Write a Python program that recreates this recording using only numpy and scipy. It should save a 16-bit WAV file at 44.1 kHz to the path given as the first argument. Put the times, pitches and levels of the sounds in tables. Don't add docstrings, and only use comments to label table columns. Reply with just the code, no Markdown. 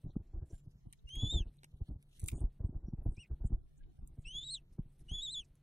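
import sys
import numpy as np
from scipy import signal
from scipy.fft import rfft, irfft
from scipy.io import wavfile
from scipy.ndimage import uniform_filter1d

SR = 44100
rng = np.random.default_rng(int(sys.argv[2]) if len(sys.argv) > 2 else 0)


def output_pcm(signal):
    pcm = np.clip(np.atleast_2d(signal).T, -1, 1) * 32767
    wavfile.write(sys.argv[1], SR, np.round(pcm).astype(np.int16))


def nominal_scale(level):
    x = np.asarray(level, float) / 20
    return 10 ** x


N = 247842

# [t/s, f/Hz, level/dB]
PEEPS = [
    [(1.068, 2842, -67.5), (1.105, 3140, -54.5), (1.155, 3255, -50.5), (1.21, 3380, -45.5),
     (1.292, 3502, -43), (1.326, 3750, -40.5), (1.34, 3632, -42), (1.385, 3474, -42.5),
     (1.418, 2995, -57.5)],
    [(3.162, 2425, -76), (3.178, 2543, -65), (3.196, 2806, -62.5), (3.21, 2945, -59.5),
     (3.228, 2815, -60.5), (3.241, 2514, -60.5), (3.254, 2370, -77.5)],
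    [(4.244, 2696, -57), (4.375, 3443, -46), (4.432, 3563, -47.5), (4.452, 3897, -53.5),
     (4.474, 3930, -50.5), (4.487, 3690, -48.5), (4.522, 4353, -45.5), (4.552, 3910, -43.5),
     (4.578, 3006, -59)],
    [(5.08, 2990, -58.5), (5.155, 3483, -44), (5.197, 3325, -45.5), (5.237, 3940, -43),
     (5.287, 3420, -42.5), (5.328, 4160, -49.5), (5.362, 3396, -44.5), (5.394, 3387, -45.5),
     (5.42, 2900, -62)],
]
# [f/Hz, level/dB]
THROAT = [(4900, -11), (5700, 1.5), (7000, -4), (7900, 3), (8700, 9), (9600, -11), (10600, -13.5),
          (12200, -29.5)]
# [delay/s, level/dB]
NEST_ECHOES = [(.0021, -22), (.0047, -22), (.011, -25), (.019, -30)]
# [t/s, peak level/dB, swing f/Hz, length/s]
EDDIES = [(.066, -30, 140, 0.014), (.167, -16.5, 146, 0.0034), (.429, -27, 68, 0.014),
          (.537, -28.5, 60.4, 0.0048), (.873, -31.5, 94, 0.007), (1.174, -30.5, 58, 0.042),
          (1.239, -18, 106.7, 0.027), (1.348, -19.5, 56, 0.017), (1.367, -22, 75, 0.051),
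          (1.411, -22.5, 68, 0.011), (1.818, -25, 81.3, 0.013), (1.917, -27.5, 44.7, 0.03),
          (2.238, -21, 81, 0.011), (2.335, -19.5, 95, 0.0085), (2.418, -23.5, 60.7, 0.019),
          (2.442, -21, 56, 0.019), (2.609, -26, 83.2, 0.011), (2.65, -19.5, 78.6, 0.017),
          (2.757, -29, 72.5, 0.014), (2.938, -21.5, 127.5, 0.0056), (2.992, -27.5, 50, 0.0053),
          (3.067, -18, 81.5, 0.012), (3.088, -24, 119.6, 0.007), (3.321, -26, 62.3, 0.036),
          (3.452, -20, 99.8, 0.014), (3.509, -26.5, 101.6, 0.0015), (3.535, -17, 65, 0.013),
          (4.19, -30.5, 112.4, 0.012), (4.795, -19.5, 107.4, 0.0048), (5.125, -22.5, 63.8, 0.011)]
# [t/s, peak level/dB]
MORE_EDDIES = [(0.047, -27.5), (0.092, -35), (0.208, -32), (0.349, -27.5), (.381, -31.5), (0.677, -34.5),
               (0.759, -43), (1.052, -39.5), (1.203, -34.5), (1.144, -38.5), (1.269, -27), (1.471, -28.5),
               (1.744, -36), (1.894, -28.5), (1.963, -32.5), (2.479, -37), (2.695, -28.5), (2.768, -30),
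               (2.844, -30), (2.886, -26.5), (3.024, -33.5), (3.119, -31.5), (3.185, -31), (3.418, -30),
               (3.579, -36), (3.617, -40), (3.994, -36), (4.038, -35.5), (4.366, -36.5), (4.863, -43.5),
               (5.155, -39), (5.402, -43)]
# [t/s, level/dB]
GUST = [(0, -62.5), (.59, -63), (.81, -59), (1.09, -66), (1.3, -45), (1.49, -64.5), (1.6, -72.5),
        (1.86, -65.5), (2, -91), (2.21, -57), (2.35, -35), (2.47, -75), (2.79, -47), (2.96, -65.5),
        (3.46, -67), (3.76, -56.5), (5.24, -63.5), (5.62, -70)]
# [f/Hz, level/dB per Hz]
BUFFET = [(12, -32.5), (20, 9.5), (105, -11.5), (167, -17.5), (227, -24), (275, -23.5), (333, -23),
          (572, -44), (654, -37.5), (2000, -66.5), (2600, -101), (4400, -120)]
# [t/s, peak level/dB, length/s]
RATTLES = [(0.064, -52, 0.018), (0.092, -54.5, 0.011), (0.161, -54, 0.0093), (0.162, -45, 0.0068),
           (0.204, -63.5, 0.022), (0.35, -61, 0.024), (0.381, -60, 0.017), (0.404, -64, 0.009),
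           (0.427, -58, 0.014), (0.501, -53.5, 0.017), (0.531, -51, 0.0071), (0.66, -60.5, 0.0088),
           (0.854, -53.5, 0.028), (1.14, -67, 0.016), (1.162, -49.5, 0.0058), (1.225, -40.5, 0.0074),
           (1.24, -43.5, 0.02), (1.324, -44.5, 0.01), (1.33, -60, 0.01), (1.378, -48, 0.011),
           (1.465, -68, 0.0088), (1.639, -65.5, 0.0079), (1.727, -63.5, 0.013), (1.82, -56.5, 0.017),
           (1.887, -61, 0.012), (2.2425, -51, 0.011), (2.271, -48.5, 0.015), (2.332, -49, 0.0085),
           (2.378, -44.5, 0.0088), (2.413, -42, 0.027), (2.47, -56.5, 0.01), (2.602, -49, 0.015),
           (2.646, -49.5, 0.01), (2.69, -57.5, 0.0099), (2.726, -50.5, 0.012), (2.754, -51, 0.0098),
           (2.83, -57, 0.012), (2.856, -56, 0.014), (2.878, -58, 0.011), (2.936, -47, 0.0082),
           (2.978, -60.5, 0.013), (3.014, -51.5, 0.011), (3.058, -33, 0.0087), (3.124, -56, 0.015),
           (3.303, -53.5, 0.017), (3.405, -58, 0.012), (3.44, -49.5, 0.012), (3.501, -55.5, 0.016),
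           (3.53, -50.5, 0.013), (3.586, -65, 0.0087), (4.026, -68.5, 0.017), (4.169, -55, 0.0082),
           (4.784, -57.5, 0.015), (5.126, -54, 0.0081), (5.139, -58.5, 0.0033), (5.239, -59.5, 0.033)]
# [f/Hz, level/dB per Hz]
RATTLE_SPECTRUM = [(150, -32), (260, -1), (340, -0.5), (500, -13.5), (700, -14.5), (1000, -25.5),
                   (1150, -42), (1700, -49)]
# [t/s, peak level/dB, low band level/dB relative, top octave level/dB relative]
SNAPS = [(0.926, -42.5, -17, -32), (0.931, -54.5, -4, -28), (1.092, -62, 3, -18), (1.155, -42, -16, -18),
         (1.539, -77, -3, -12), (1.569, -66, -16, -16), (1.633, -54.5, -0.5, -29), (1.643, -45, -8, -10),
         (2.026, -57, -11, -25), (2.195, -43, -18, -10.5), (2.1997, -41, -23, -24),
         (2.2161, -47.5, -20.5, 1), (2.24, -43, -21, -8), (2.26, -40, -20.5, -12.5),
         (2.278, -38, -30, -6.5), (2.2831, -25, -22.5, -10), (2.2848, -35, -14, -2), (2.2864, -36, -1, -15),
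         (2.3, -48.5, -4, -5.5), (2.3153, -49, -7, -26), (2.3178, -49.5, -6, -29.5),
         (2.331, -57.5, -0.5, -20), (2.372, -56.5, -43, -34), (2.202, -55, -12, -21),
         (2.4055, -46.5, -26.5, -24), (3.168, -71, -12, -36), (4.075, -47, -43, 0), (4.994, -74, -1.5, -4),
         (5.093, -65, 2.5, -12), (5.24, -60.5, -36, -8), (5.554, -66.5, -18.5, -8)]
# [f/Hz, width/Hz, level/dB]
TWIG_LOW = [(1500, 590, -26.5), (2410, 1000, 4.5), (3670, 190, -2.5)]
# [f/Hz, width/Hz, level/dB]
TWIG_HIGH = [(6240, 1300, -6.5), (9040, 1400, 9), (11650, 2900, 3.5), (14500, 790, 1.5)]
# [middle t/s, length/s, f/Hz, width/Hz, level/dB]
BRUSHES = [(0.108, 0.042, 3760, 930, -82), (0.512, .033, 5940, 910, -78), (0.544, 0.016, 2190, 2000, -85),
           (0.56, 0.11, 7250, 206, -77.5), (.991, .015, 3800, 600, -79.5), (1.483, .026, 3100, 1840, -79.5),
           (1.59, .01, 3920, 700, -73), (1.634, 0.0036, 1274, 1785, -57), (1.644, 0.0063, 1180, 1550, -60),
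           (2.237, 0.1, 13900, 2570, -74), (2.25, .07, 7000, 1800, -75), (2.25, .06, 4140, 1210, -76),
           (2.191, .005, 2200, 1200, -71), (2.23, 0.096, 9900, 2540, -70), (2.284, 0.028, 9640, 5060, -53),
           (2.289, .05, 14500, 2610, -65), (2.376, 0.1, 8610, 1500, -69.5), (2.362, .055, 6910, 504, -72.5),
           (2.393, .02, 3240, 770, -77), (2.096, 0.023, 9550, 1970, -86.5), (2.675, .03, 8340, 594, -80.5),
           (2.876, 0.046, 5660, 296, -81.5), (3.043, 0.03, 11000, 900, -82),
           (3.17, .005, 5700, 1800, -68.5), (3.135, .07, 8640, 1823, -79), (3.155, 0.012, 3670, 784, -79.5),
           (3.24, .008, 5370, 710, -79.5), (3.255, .016, 2410, 650, -70), (3.469, 0.023, 8270, 2210, -66.5),
           (3.782, .024, 7560, 2510, -76), (3.839, 0.011, 3040, 1500, -76.5),
           (4.224, 0.039, 7780, 2350, -79.5), (4.248, 0.016, 3230, 1430, -73.5),
           (4.49, .06, 4470, 900, -72.5), (4.47, .022, 8400, 1100, -64.5), (4.526, 0.042, 5000, 910, -76.5),
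           (5.161, .04, 1860, 398, -79), (5.45, .02, 6600, 3440, -79), (5.006, 0.035, 9900, 2930, -78.5),
           (5.119, 0.0053, 9540, 1580, -61)]
# [middle t/s, length/s, level/dB]
BLIPS = [(0.429, .05, -88), (.54, 0.035, -82), (1.405, 0.063, -81), (2.436, 0.055, -82),
         (3.318, 0.033, -84.5), (3.818, .05, -85), (3.984, 0.026, -92)]
# [t/s, peak level/dB, rise/s, fall/s]
STIRS = [(0.101, -87.5, 0.34, 0.074), (0.548, -77, 0.026, 0.023), (0.952, -97.5, 0.96, 0.25),
         (1.6, -88.5, 0.1, 0.13), (1.868, -83, 0.033, 0.03), (2.205, -73, 0.11, 0.052),
         (2.29, -68, 0.014, 0.03), (2.325, -79, 0.015, 0.015), (3.165, -88.5, 0.03, 0.085),
         (4.198, -85.5, 0.0076, 0.14), (4.95, -80.5, 0.028, 0.02), (5.005, -81.5, 0.021, 0.021),
         (5.08, -76, 0.019, 0.12), (5.44, -81, 0.014, 0.022)]
# [f/Hz, level/dB per Hz]
GRASS = [(710, -54), (1200, -30), (2150, -10), (4450, -11), (9010, -8), (9930, -14), (12500, -22),
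         (13200, -40.5)]
PATCH_EDGES_HZ = [700, 2500, 4500, 7500, 16000]
# [f/Hz, level/dB per Hz]
AIR = [(15, -27.5), (25, -9.5), (77, -8.5), (152, -6), (278, -23), (578, -30), (1050, -38.5), (1230, -38.5),
       (4330, -42), (4940, -57), (10300, -49.5), (13000, -46.5)]
# [from t/s, left channel late by/samples]
SLIPS = [(0, 0), (.61, 7), (.8, 43), (.97, 198), (1.04, -82), (1.1, 0), (1.57, 15), (1.67, -8), (1.71, 8),
         (2.08, -7), (2.17, 22), (2.245, 37), (2.33, 0), (3.5, -5), (3.57, 117), (3.62, -125), (3.7, 74),
         (3.78, -161), (3.85, -117), (3.93, 60), (4.01, -36), (4.11, 0), (4.63, -7), (4.7, 0)]
# [from t/s, to t/s]
DROPOUTS = [(.05, .12), (.16, .23), (.33, .46), (.62, .7), (.86, .9), (1.89, 1.99), (2.34, 2.49),
            (2.58, 2.96), (3, 3.09), (3.29, 3.35), (3.42, 3.45), (3.51, 3.65), (3.98, 4.01)]


def rms_one(x):
    return x / np.sqrt(np.mean(x ** 2) + 1e-20)


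def butter(x, order, hz, kind="low"):
    return signal.sosfilt(signal.butter(order, hz, kind, fs=SR, output="sos"), x)


def in_time(rows):
    s, *columns = np.transpose(rows)
    return [np.interp(np.arange(N) / SR, s, column) for column in columns]


def coloured(x, spectrum):
    hz = np.arange(1, N // 2 + 2) * SR / N
    point_hz, point_db = np.transpose(spectrum)
    gain = nominal_scale(np.interp(np.log(hz), np.log(point_hz), point_db))
    return rms_one(irfft(rfft(x) * gain, N))


def drift(rate):
    r = np.exp(-80 * np.pi * rate / SR)
    slow = signal.lfilter([1], [1, -2 * r, r * r], rng.standard_normal(N // 40 + 2002))[2000:]
    return np.interp(np.arange(N) / 40, np.arange(len(slow)), rms_one(slow))


def resonance(x, hz, width_hz):
    r = np.exp(-np.pi * width_hz / SR)
    poles = [1, -2 * r * np.cos(2 * np.pi * hz / SR), r * r]
    return signal.lfilter([(1 - r * r) / 2, 0, (r * r - 1) / 2], poles, x)


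def chick(flutter_db, waver, roughness_db, fourth_db):
    attack_s, onset_s = 0.0093, 0.013
    second_own_db, third_own_db = -11, -17
    growth, full_effort_db = 0.14, -44
    warble_hz, warble = 22, 0.007
    catch_share, catch_s = 0.2, 0.005
    scoop_share, scoop_s = 0.13, 0.018
    sag_share, sag_s = 0.16, 0.00965
    fade_s, fade_db_per_s = 0.03, 762.5
    hoarse_when_soft = 0.296
    fourth_centre_hz = 15400

    t = np.arange(N) / SR
    voice, fourth = np.zeros(N), np.zeros(N)
    flutter = nominal_scale(flutter_db * drift(45))
    unsteady = 1 + waver * drift(60)
    roughness = nominal_scale(roughness_db) * hoarseness()
    tremble = np.sin(2 * np.pi * warble_hz * np.cumsum(1 + 0.3 * drift(4.6)) / SR)
    throat_hz, throat_db = np.transpose(THROAT)
    for rows in PEEPS:
        hz, db = in_time(rows)
        start, end = rows[0][0], rows[-1][0]
        since, after = np.maximum(t - start, 0), np.maximum(t - end, 0)
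        fade_db = fade_db_per_s * after
        hz = hz * (1 - sag_share * (1 - np.exp(-after / sag_s))) * (1 + warble * tremble)
        hz, db = [uniform_filter1d(uniform_filter1d(c, size=480), size=340) for c in (hz, db - fade_db)]
        hz = hz * (1 + catch_share * np.exp(-since / catch_s) - scoop_share * np.exp(-since / scoop_s))
        over_db = db + growth * (db - full_effort_db) - fade_db
        over_db = over_db - 20 * np.exp(-(since / onset_s) ** 2)
        second_db = over_db + second_own_db + np.interp(np.log(2 * hz), np.log(throat_hz), throat_db)
        third_db = over_db + third_own_db + np.interp(np.log(3 * hz), np.log(throat_hz), throat_db)
        phase = 2 * np.pi * np.cumsum(hz * unsteady) / SR
        opening = np.clip(np.minimum((t - start) / attack_s, 2 * (1 - after / fade_s)), 0, 1)
        softness_db = np.clip(full_effort_db - db, 0, 20)
        edge = np.sqrt(2) * opening ** 2 * (flutter + roughness * nominal_scale(hoarse_when_soft * softness_db))
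        for k, level_db in enumerate([db, second_db, third_db], 1):
            voice += edge * nominal_scale(level_db) * np.sin(k * phase)
        fourth += edge * nominal_scale(second_db + fourth_db) * np.sin(4 * phase)
    voice += resonance(resonance(fourth, fourth_centre_hz, 900), fourth_centre_hz, 900)
    return voice + sum(nominal_scale(db) * np.interp(t - lag, t, voice) for lag, db in NEST_ECHOES)


def hoarseness():
    air = rng.standard_normal(N)
    narrow = rms_one(butter(air, 3, 430))
    wide = rms_one(butter(air, 3, 1500))
    return rms_one((narrow + nominal_scale(-17) * wide) * nominal_scale(5 * drift(25)))


def wind(push_db, puff_db, spread, steep, sharp, lumpy_db):
    whirl_hz, whirl_s, whirl_spread = 74.5, 0.01, 0.39
    surge_hz, surge_s, surge_db = 45.7, 0.011, -14.5
    puff_lead_s = 0.0087

    push, puff = np.zeros(N), np.zeros(N)
    span = np.arange(-3000, 3000)
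    t = span / SR
    sizes = np.exp(whirl_spread * rng.standard_normal(len(MORE_EDDIES)))
    whirls = [(s, db, whirl_hz / size, whirl_s * size) for (s, db), size in zip(MORE_EDDIES, sizes)]
    for s, db, hz, length in EDDIES + whirls:
        at = round(s * SR) + span
        inside = at >= 0
        bell = nominal_scale(db) * np.exp(-(t * np.where(t < 0, steep, 1) / (spread * length + 0.3 / hz)) ** 2)
        phase = 2 * np.pi * hz * t + 1.5 + rng.normal(0, 1.0)
        swing = bell * (np.cos(phase) + sharp * np.cos(2 * phase))
        steady = 2.5 * bell * swing.sum() / bell.sum()
        push[at[inside]] -= (swing - steady)[inside]
        puff[at[inside]] += bell[inside]
    turbulence = coloured(rng.standard_normal(N), BUFFET)
    gust = nominal_scale(in_time(GUST)[0] + lumpy_db * drift(11.0))
    fine = butter(turbulence, 2, 170, "high")
    heave = rms_one(butter(rng.standard_normal(N), 2, [0.34 * surge_hz, surge_hz], "band"))
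    wake = signal.lfilter([1 / (0.59 * surge_s * SR)], [1, -np.exp(-1 / (surge_s * SR))], puff)
    early = np.interp(np.arange(N) + puff_lead_s * SR, np.arange(N), puff)
    puffs = nominal_scale(puff_db) * (early + 0.43 * wake) * fine
    return nominal_scale(push_db) * push + puffs + gust * turbulence + nominal_scale(surge_db) * wake * heave


def rattles(level_db, lumpy_db):
    rise_s = 0.0034
    t = np.arange(N) / SR
    swell = np.zeros(N)
    for s, db, length in RATTLES:
        part = slice(max(round(s * SR) - 400, 0), round(s * SR) + 4000)
        since = t[part] - s - rise_s
        swell[part] += nominal_scale(db) * np.exp(-(since / np.where(since < 0, rise_s, length)) ** 2)
    return nominal_scale(level_db + lumpy_db * drift(42)) * swell * coloured(rng.standard_normal(N), RATTLE_SPECTRUM)


def snaps(burst_s, tail_s, tail_db, low_db):
    rise_s = 0.0007
    top_hz = 12200
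    out, t = np.zeros(N), np.arange(900) / SR
    shape = np.minimum(t / rise_s, 1) * (np.exp(-t / burst_s) + nominal_scale(tail_db) * np.exp(-t / tail_s))
    for s, db, rel_db, top_db in SNAPS:
        burst = rng.standard_normal(900) * shape
        low = sum(nominal_scale(g) * resonance(burst, hz, w) for hz, w, g in TWIG_LOW)
        high = sum(nominal_scale(g) * resonance(burst, hz, w) * (-1) ** k for k, (hz, w, g) in enumerate(TWIG_HIGH))
        high = butter(high, 6, top_hz) + nominal_scale(top_db) * butter(high, 6, top_hz, "high")
        body = nominal_scale(rel_db + low_db) * butter(low, 6, top_hz) / np.abs(low).max()
        at = round(s * SR)
        out[at:at + 900] += nominal_scale(db) * (high / np.abs(high).max() + body)
    return butter(out, 3, 1400, "high")


def brushes(grain_db):
    out, span = np.zeros(N), np.arange(-6000, 6000)
    t = span / SR
    grit = rng.standard_normal(N) * nominal_scale(grain_db * drift(400))
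    blips = [(s, length, 1617, 130, db) for s, length, db in BLIPS]
    for s, length, hz, width_hz, db in BRUSHES + blips:
        at = np.clip(round(s * SR) + span, 0, N - 1)
        band = rms_one(butter(grit[at], 3, [hz - width_hz / 2, hz + width_hz / 2], "band"))
        out[at] += nominal_scale(db) * np.exp(-(2 * t / length) ** 2) * band
    return out


def grass(per_s, size_db, smooth, wide):
    born = rng.random((2, N)) < per_s * nominal_scale(5.0 * drift(25)) / SR
    sizes = nominal_scale(size_db * np.minimum(rng.exponential(1, (2, N)), 5))
    grains = born * sizes * rng.choice([-1, 1], (2, N))
    mid, side = [coloured(rms_one(g) + smooth * rng.standard_normal(N), GRASS) for g in grains]
    return stirring() * nominal_scale(4.1 * drift(24)) * patchy(mid + wide * side * np.array([[1], [-1]]))


def stirring():
    t = np.arange(N) / SR
    level = nominal_scale(-90)
    for s, db, rise, fall in STIRS:
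        level = level + nominal_scale(db) * np.exp(-((t - s) / np.where(t < s, rise, fall)) ** 2)
    return level


def patchy(x):
    pairs = zip(PATCH_EDGES_HZ, PATCH_EDGES_HZ[1:])
    return sum(nominal_scale(2.2 * drift(5.3)) * butter(x, 2, pair, "band") for pair in pairs)


def background():
    hum_hz, hum_width_hz, hum_db, air_db = 141.4, 6.8, -73, -71
    air = nominal_scale(air_db + 0.18 * drift(1)) * coloured(rng.standard_normal(N), AIR)
    narrow = resonance(resonance(rng.standard_normal(N), hum_hz, hum_width_hz), hum_hz, hum_width_hz)
    tone = np.sin(2 * np.pi * hum_hz * np.cumsum(1 + 0.0087 * drift(6.1)) / SR)
    return air + nominal_scale(hum_db + 1.0 * drift(0.83)) * (tone + 1.6 * rms_one(narrow))


def scene():
    bird = chick(flutter_db=2.0, waver=0.0058, roughness_db=-19.5, fourth_db=-25.0)
    thumps = wind(push_db=-7.5, puff_db=-12.0, spread=0.29, steep=1.2, sharp=0.22, lumpy_db=5.0)
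    thumps = thumps + rattles(level_db=-11.0, lumpy_db=3.5)
    twigs = snaps(burst_s=0.00051, tail_s=0.0058, tail_db=-21.0, low_db=5.0) + brushes(grain_db=5.0)
    rustle = grass(per_s=56000, size_db=11.5, smooth=0.99, wide=0.6)
    return bird + thumps + twigs + rustle + background()


def slip(left):
    starts, lags = np.transpose(SLIPS)
    turn = np.searchsorted(starts, np.arange(N) / SR, "right") - 1
    return sum(uniform_filter1d(1. * (turn == k), size=600) * np.roll(left, int(lag)) for k, lag in enumerate(lags))


def starve(x, step_db, slope, top_db, chance_db, treble_cost):
    dropout_db, dropout_hz, held_db = 11, 1700, 5
    hz, s, z = signal.stft(np.array([x[0] + x[1], x[0] - x[1]]) / 2, SR, "cosine", 2048)
    frames = z.shape[2]
    treble = (hz > dropout_hz)[:, None]
    cost = np.where(hz > 1500, treble_cost, 1)[:, None]
    loud_db = 10 * np.log10(np.sum(np.abs(z[0]) ** 2 * cost, axis=0) + 1e-12)
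    chance = np.repeat(rng.standard_normal((2, 65, frames)), 16, axis=1)[:, :len(hz)]
    held = np.kron(rng.standard_normal((17, frames // 3 + 1)), np.ones((64, 3)))[:len(hz), :frames] * treble
    short = sum((s > start) & (s < end) for start, end in DROPOUTS) * treble
    coarse_db = step_db + dropout_db * short + slope * np.maximum(loud_db + 65.5, 0)
    step = nominal_scale(coarse_db + top_db * (hz > 12800)[:, None] + chance_db * chance + held_db * held)
    mid, side = signal.istft(step * np.round(z / step), SR, "cosine", 2048)[1][:, :N]
    return np.array([mid + side, mid - side])


def band_limit(x):
    return signal.sosfilt(signal.butter(12, 16360, fs=SR, output="sos"), x)


def record(dry):
    slipped = np.array([slip(dry[0]), dry[1]])
    stream = starve(slipped, step_db=-122, slope=1.0, top_db=14, chance_db=5, treble_cost=3)
    hissy = stream + nominal_scale(-97.2) * rng.standard_normal((2, N))
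    mix = signal.sosfilt(signal.cheby2(12, 50, 16600, fs=SR, output="sos"), hissy)
    return band_limit(mix)


dry = scene()
out = record(dry)
output_pcm(out)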